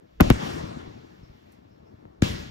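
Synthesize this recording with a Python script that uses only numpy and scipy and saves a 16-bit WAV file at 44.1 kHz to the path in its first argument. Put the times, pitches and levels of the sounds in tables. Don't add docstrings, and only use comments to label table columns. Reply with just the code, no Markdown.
import sys
import numpy as np
from scipy import signal
from scipy.fft import rfft, irfft
from scipy.io import wavfile

SR = 44100
rng = np.random.default_rng(int(sys.argv[2]) if len(sys.argv) > 2 else 0)


def waveform_to_disk(signal):
    frames = np.transpose(np.atleast_2d(signal))
    scaled = np.clip(frames, -1, 1) * 32767
    samples = np.round(scaled).astype(np.int16)
    wavfile.write(sys.argv[1], SR, samples)


N = 110250

ROLL_HZ = [60, 250, 700, 2500]


def from_db(db):
    return 10 ** (np.asarray(db) / 20)


def rms_one(x):
    return x / np.sqrt(np.mean(x ** 2) + 1e-20)


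def at_hz(points, hz):
    table_hz, values = np.array(points).T
    return np.interp(np.log(hz), np.log(table_hz), values)


def band_filter(order, low_hz, high_hz):
    return signal.butter(order, [low_hz, high_hz], "band", fs=SR, output="sos")


def drift(rate_hz):
    r = np.exp(-2 * np.pi * rate_hz * 40 / SR)
    noise = rng.standard_normal(N // 40 + 2002)
    slow = signal.lfilter([1], [1, -2 * r, r * r], noise)[2000:]
    return np.interp(np.arange(N) / 40, np.arange(len(slow)), rms_one(slow))


def pulse(start_s, peak_db, positive_ms, corner_hz):
    u = (np.arange(N) / SR - start_s) * 1000 / positive_ms
    shape = np.where(u >= 0, (1 - u) * np.exp(-np.clip(u, 0, 40)), 0)
    dull = signal.butter(2, min(corner_hz, .45 * SR), fs=SR, output="sos")
    return from_db(peak_db) * signal.sosfilt(dull, shape + 1e-18)


def dying(start_s, swell_s, t60_s):
    u = np.clip(np.arange(N) / SR - start_s, 0, None)
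    return (1 - np.exp(-u / swell_s)) ** 2 * from_db(-60 * u / t60_s)


def diffuse(pair):
    # hz [Hz], likeness [0-1]
    likeness = [(30, 1), (200, .98), (320, .9), (900, .92), (1300, .55), (1900, .3), (2600, .55),
                (4700, .25), (6000, .72), (8000, .75), (8800, 1), (11600, 1), (12500, .5), (14000, 1),
                (17000, 1)]
    mid, side = rfft(pair)
    alike = at_hz(likeness, np.fft.rfftfreq(N, 1 / SR) + 1)
    return irfft(np.sqrt((1 + alike) / 2) * mid + np.sqrt((1 - alike) / 2) * side * [[1], [-1]], N)


def banded_noise(spectrum, courses, air_loss, patchy_db, lumpy_db):
    lumpy_hz = 900
    edges = 28 * 2 ** np.arange(0, 9.4, 1 / 3)
    centres = np.sqrt(edges[1:] * edges[:-1])
    white = rng.standard_normal((2, 2, N))
    lumps = drift(25)
    treble_fall_db = courses[-1] - courses[-1].max()
    out = 0
    for k, (low, high) in enumerate(zip(edges, edges[1:])):
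        hz = centres[k]
        share = [np.interp(np.log(hz), np.log(ROLL_HZ), one) for one in np.eye(len(ROLL_HZ))]
        db = np.dot(share, courses) + at_hz(spectrum, hz)
        db = db + air_loss * hz / 10000 * treble_fall_db
        db = db + patchy_db * drift(8)
        db = db + lumpy_db * lumps / (1 + (hz / lumpy_hz) ** 2) ** 2
        out = out + from_db(db) * signal.sosfilt(band_filter(2, low, high), white[k % 2])
    power = np.sum(from_db(at_hz(spectrum, centres)) ** 2 * np.diff(edges)) * 2 / SR
    return diffuse(out) / np.sqrt(power)


def blasts():
    # start_s [s], peak_db [dB], positive_ms [ms], corner_hz [Hz],
    # bounce_delay_ms [ms], bounce_change_db [dB], crack_db [dB], crack_corner_hz [Hz],
    # crack_lead_ms [ms], crack_t60_s [s], boom_db [dB]
    loud_pulses = [(0.2026, -8, 1.42, 2000, 2.1, -35.5, -12.5, 2500, 2.4, .05, -66),
                   (0.2077, -2, 1.06, 11200, 6.52, -8.5, -24.5, 3000, 0.078, .025, -9),
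                   (0.302, -3, 1.9, 8500, 8.2, -9, -14, 4000, .1, .025, -8.5),
                   (2.2215, -7.5, 1.6, 485, 10.0, -13, -13, 8000, 1.38, .015, -28)]
    # hz [Hz], level_db [dB]
    mic_colour = [(20, -12.5), (60, 14), (300, 13), (500, 9.5), (1000, 3.5), (1700, 4), (3000, 4.5),
                  (6000, 2), (9000, 9), (13000, 19), (17000, 15.5)]
    # hz [Hz], lead [radians]
    direct_lead = [(60, -0.14), (100, -0.16), (150, -0.69), (220, -0.49), (320, -1.2), (450, 0.75),
                   (640, 0.99), (1300, 1.6), (1900, 0.36), (2600, 0.034)]
    boom_ms, boom_hz = 13.7, 93
    crack_rise_s = 0.00098
    crack_tilt_hz = 1992
    tilt = signal.butter(1, crack_tilt_hz, fs=SR)
    hiss = rms_one(signal.lfilter(*tilt, rng.standard_normal((2, N))))
    pulses, cracks = 0, 0
    for s, db, ms, hz, lag_ms, bounce_db, crack_db, crack_hz, lead_ms, t60, boom_db in loud_pulses:
        bounce_s = s + lag_ms / 1000
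        pulses = pulses + pulse(s, db, ms, hz)
        pulses = pulses + pulse(bounce_s, db + bounce_db, ms, 0.5 * hz)
        pulses = pulses + pulse(s, boom_db, boom_ms, boom_hz)
        edge = dying(s - lead_ms / 1000, crack_rise_s, t60)
        edge = edge + from_db(bounce_db) * dying(bounce_s, crack_rise_s, t60)
        ragged = signal.sosfilt(band_filter(3, crack_hz / 7, crack_hz), hiss)
        cracks = cracks + from_db(crack_db) * edge * ragged
    hz = np.fft.rfftfreq(N, 1 / SR) + 1
    right_lag = np.exp(-1j * at_hz(direct_lead, hz) * [[0], [1]])
    return irfft(rfft(pulses + diffuse(cracks)) * from_db(at_hz(mic_colour, hz)) * right_lag, N)


def thumps():
    # start_s [s], peak_db [dB], corner_hz [Hz], positive_ms [ms]
    single_echoes = [(0.22, -20, 100, 6.9), (0.264, -15, 120, 8.4), (0.317, -44, 100, 10),
                     (0.5, -20.5, 347, 1.1), (0.634, -7.5, 203, 0.83), (.759, -16, 203, 0.73),
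                     (0.868, -30, 300, 3.7), (1.044, -26.5, 408, 1.0), (1.209, -36, 200, 2.7),
                     (1.227, -26, 182, 1.8), (1.293, -32, 200, 3), (1.69, -40.5, 251, 2.1),
                     (1.936, -28, 205.6, 1.2), (2.053, -26.5, 1183, 1.1), (2.297, -18.5, 250, 1.7),
                     (2.331, -14, 250, 1.7), (2.487, -24, 200, 1.7)]
    return sum(pulse(s, db, ms, hz) for s, db, hz, ms in single_echoes)


def rolls():
    # start_s [s], swell_s [s], low_t60_s [s], treble_t60_s before air loss [s],
    # then one level_db for each of ROLL_HZ [dB]
    echo_rolls = [(0.213, 0.0025, 0.43, 2.4, -25, -21.5, -29, -28.5),
                  (.31, .004, 0.2, 0.27, -14.5, -35.5, -28.5, -30),
                  (0.359, 0.045, 2.05, 1.33, -30.5, -25, -26, -25.5),
                  (2.221, 0.005, .9, 1.073, -23.5, -27, -30.5, -23.5)]
    # hz [Hz], density_db [dB per Hz]
    roll_spectrum = [(30, -32), (45, -7), (65, 2.5), (150, -0.5), (320, -4.5), (640, -5.5), (1300, -13),
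                     (2600, -16.5), (4700, -21), (7500, -26.5), (9500, -25), (12500, -38.5), (14500, -20),
                     (15500, -87), (16500, -81)]
    air_loss = 0.76
    last = len(ROLL_HZ) - 1
    powers = []
    for k in range(last + 1):
        power = 0
        for start_s, swell_s, low_t60, treble_t60, *levels_db in echo_rolls:
            t60 = low_t60 + (treble_t60 - low_t60) * k / last
            power = power + (from_db(levels_db[k]) * dying(start_s, swell_s, t60)) ** 2
        powers.append(power)
    courses = 10 * np.log10(np.array(powers) + 1e-12)
    return banded_noise(roll_spectrum, courses, air_loss, patchy_db=2.0, lumpy_db=2.0)


def chirps():
    # start_s [s], level_db [dB]
    rasps = [(1.22, -65), (1.70, -72.5), (1.85, -74)]
    centre_hz, width_hz, swell_s, t60_s = 5320, 500, 0.0073, 0.43
    band = band_filter(2, centre_hz - width_hz / 2, centre_hz + width_hz / 2)
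    level = sum(from_db(db) * dying(s, swell_s, t60_s) for s, db in rasps)
    return level * rms_one(signal.sosfilt(band, rng.standard_normal((2, N))))


def tick():
    start_s, level_db, pitch_hz, t60_s = 1.519, -58.5, 10520, 0.09
    band = band_filter(2, 0.55 * pitch_hz, 1.4 * pitch_hz)
    bright = signal.sosfilt(band, rng.standard_normal((2, N)))
    return from_db(level_db) * dying(start_s, .0005, t60_s) * bright


def night():
    # hz [Hz], density_db [dB per Hz]
    night_spectrum = [(30, -11.5), (45, -31.5), (65, 0.5), (150, -2.5), (320, -5), (640, -9), (1300, -20),
                      (2600, -26.5), (4700, -31.5), (7500, -44.5), (9500, -41), (12500, -45), (14500, -39),
                      (15500, -47.6), (16500, -52.5)]
    # time_s [s], low_change_db [dB], treble_change_db [dB]
    night_drift = [(0, 0, -3.5), (.2, -8, 2), (1.0, 0, 3.5), (1.55, 0.5, 3.5), (1.62, -0.5, -1),
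                   (2.0, 2.5, -1.5), (2.5, -2, -8)]
    level_db = -54.5
    time_s, low, treble = np.transpose(night_drift)
    t = np.arange(N) / SR
    low = level_db + np.interp(t, time_s, low)
    treble = level_db + np.interp(t, time_s, treble)
    return banded_noise(night_spectrum, np.array([low, low, low, treble]), 0, patchy_db=1.1, lumpy_db=1.3)


def scene():
    return blasts() + thumps() + rolls() + chirps() + tick() + night()


def record(dry):
    # hz [Hz], lead [radians]
    left_lead = [(30, 0), (100, .3), (220, 1.0), (320, 2.0), (450, 2.9), (900, 3.7), (2600, 4.1),
                 (4700, 4.8), (6000, 6.7), (7500, 8.0), (8800, 3 * np.pi), (11600, 3 * np.pi),
                 (13800, 4 * np.pi), (17000, 4 * np.pi)]
    # hz [Hz], left_minus_right_db [dB]
    balance = [(65, 0), (150, 4), (320, 9), (640, 3), (1300, 3), (1900, -2), (2600, 0), (17000, 0)]
    smear_low_hz, smear_high_hz = 100, 2000
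    cutoff_hz = 16900
    for stage_hz in np.geomspace(smear_low_hz, smear_high_hz, 9):
        bend = np.tan(np.pi * stage_hz / SR)
        a = (bend - 1) / (bend + 1)
        dry = signal.lfilter([a, 1], [1, a], dry)
    hz = np.fft.rfftfreq(N, 1 / SR) + 1
    left = from_db(at_hz(balance, hz) / 2)
    right = np.exp(-1j * at_hz(left_lead, hz)) / left
    channels = irfft(rfft(-dry) * [left, right], N)
    rounded = np.tanh(channels)
    return signal.sosfilt(signal.cheby2(12, 70, cutoff_hz, fs=SR, output="sos"), rounded)


dry = scene()
out = record(dry)
waveform_to_disk(out)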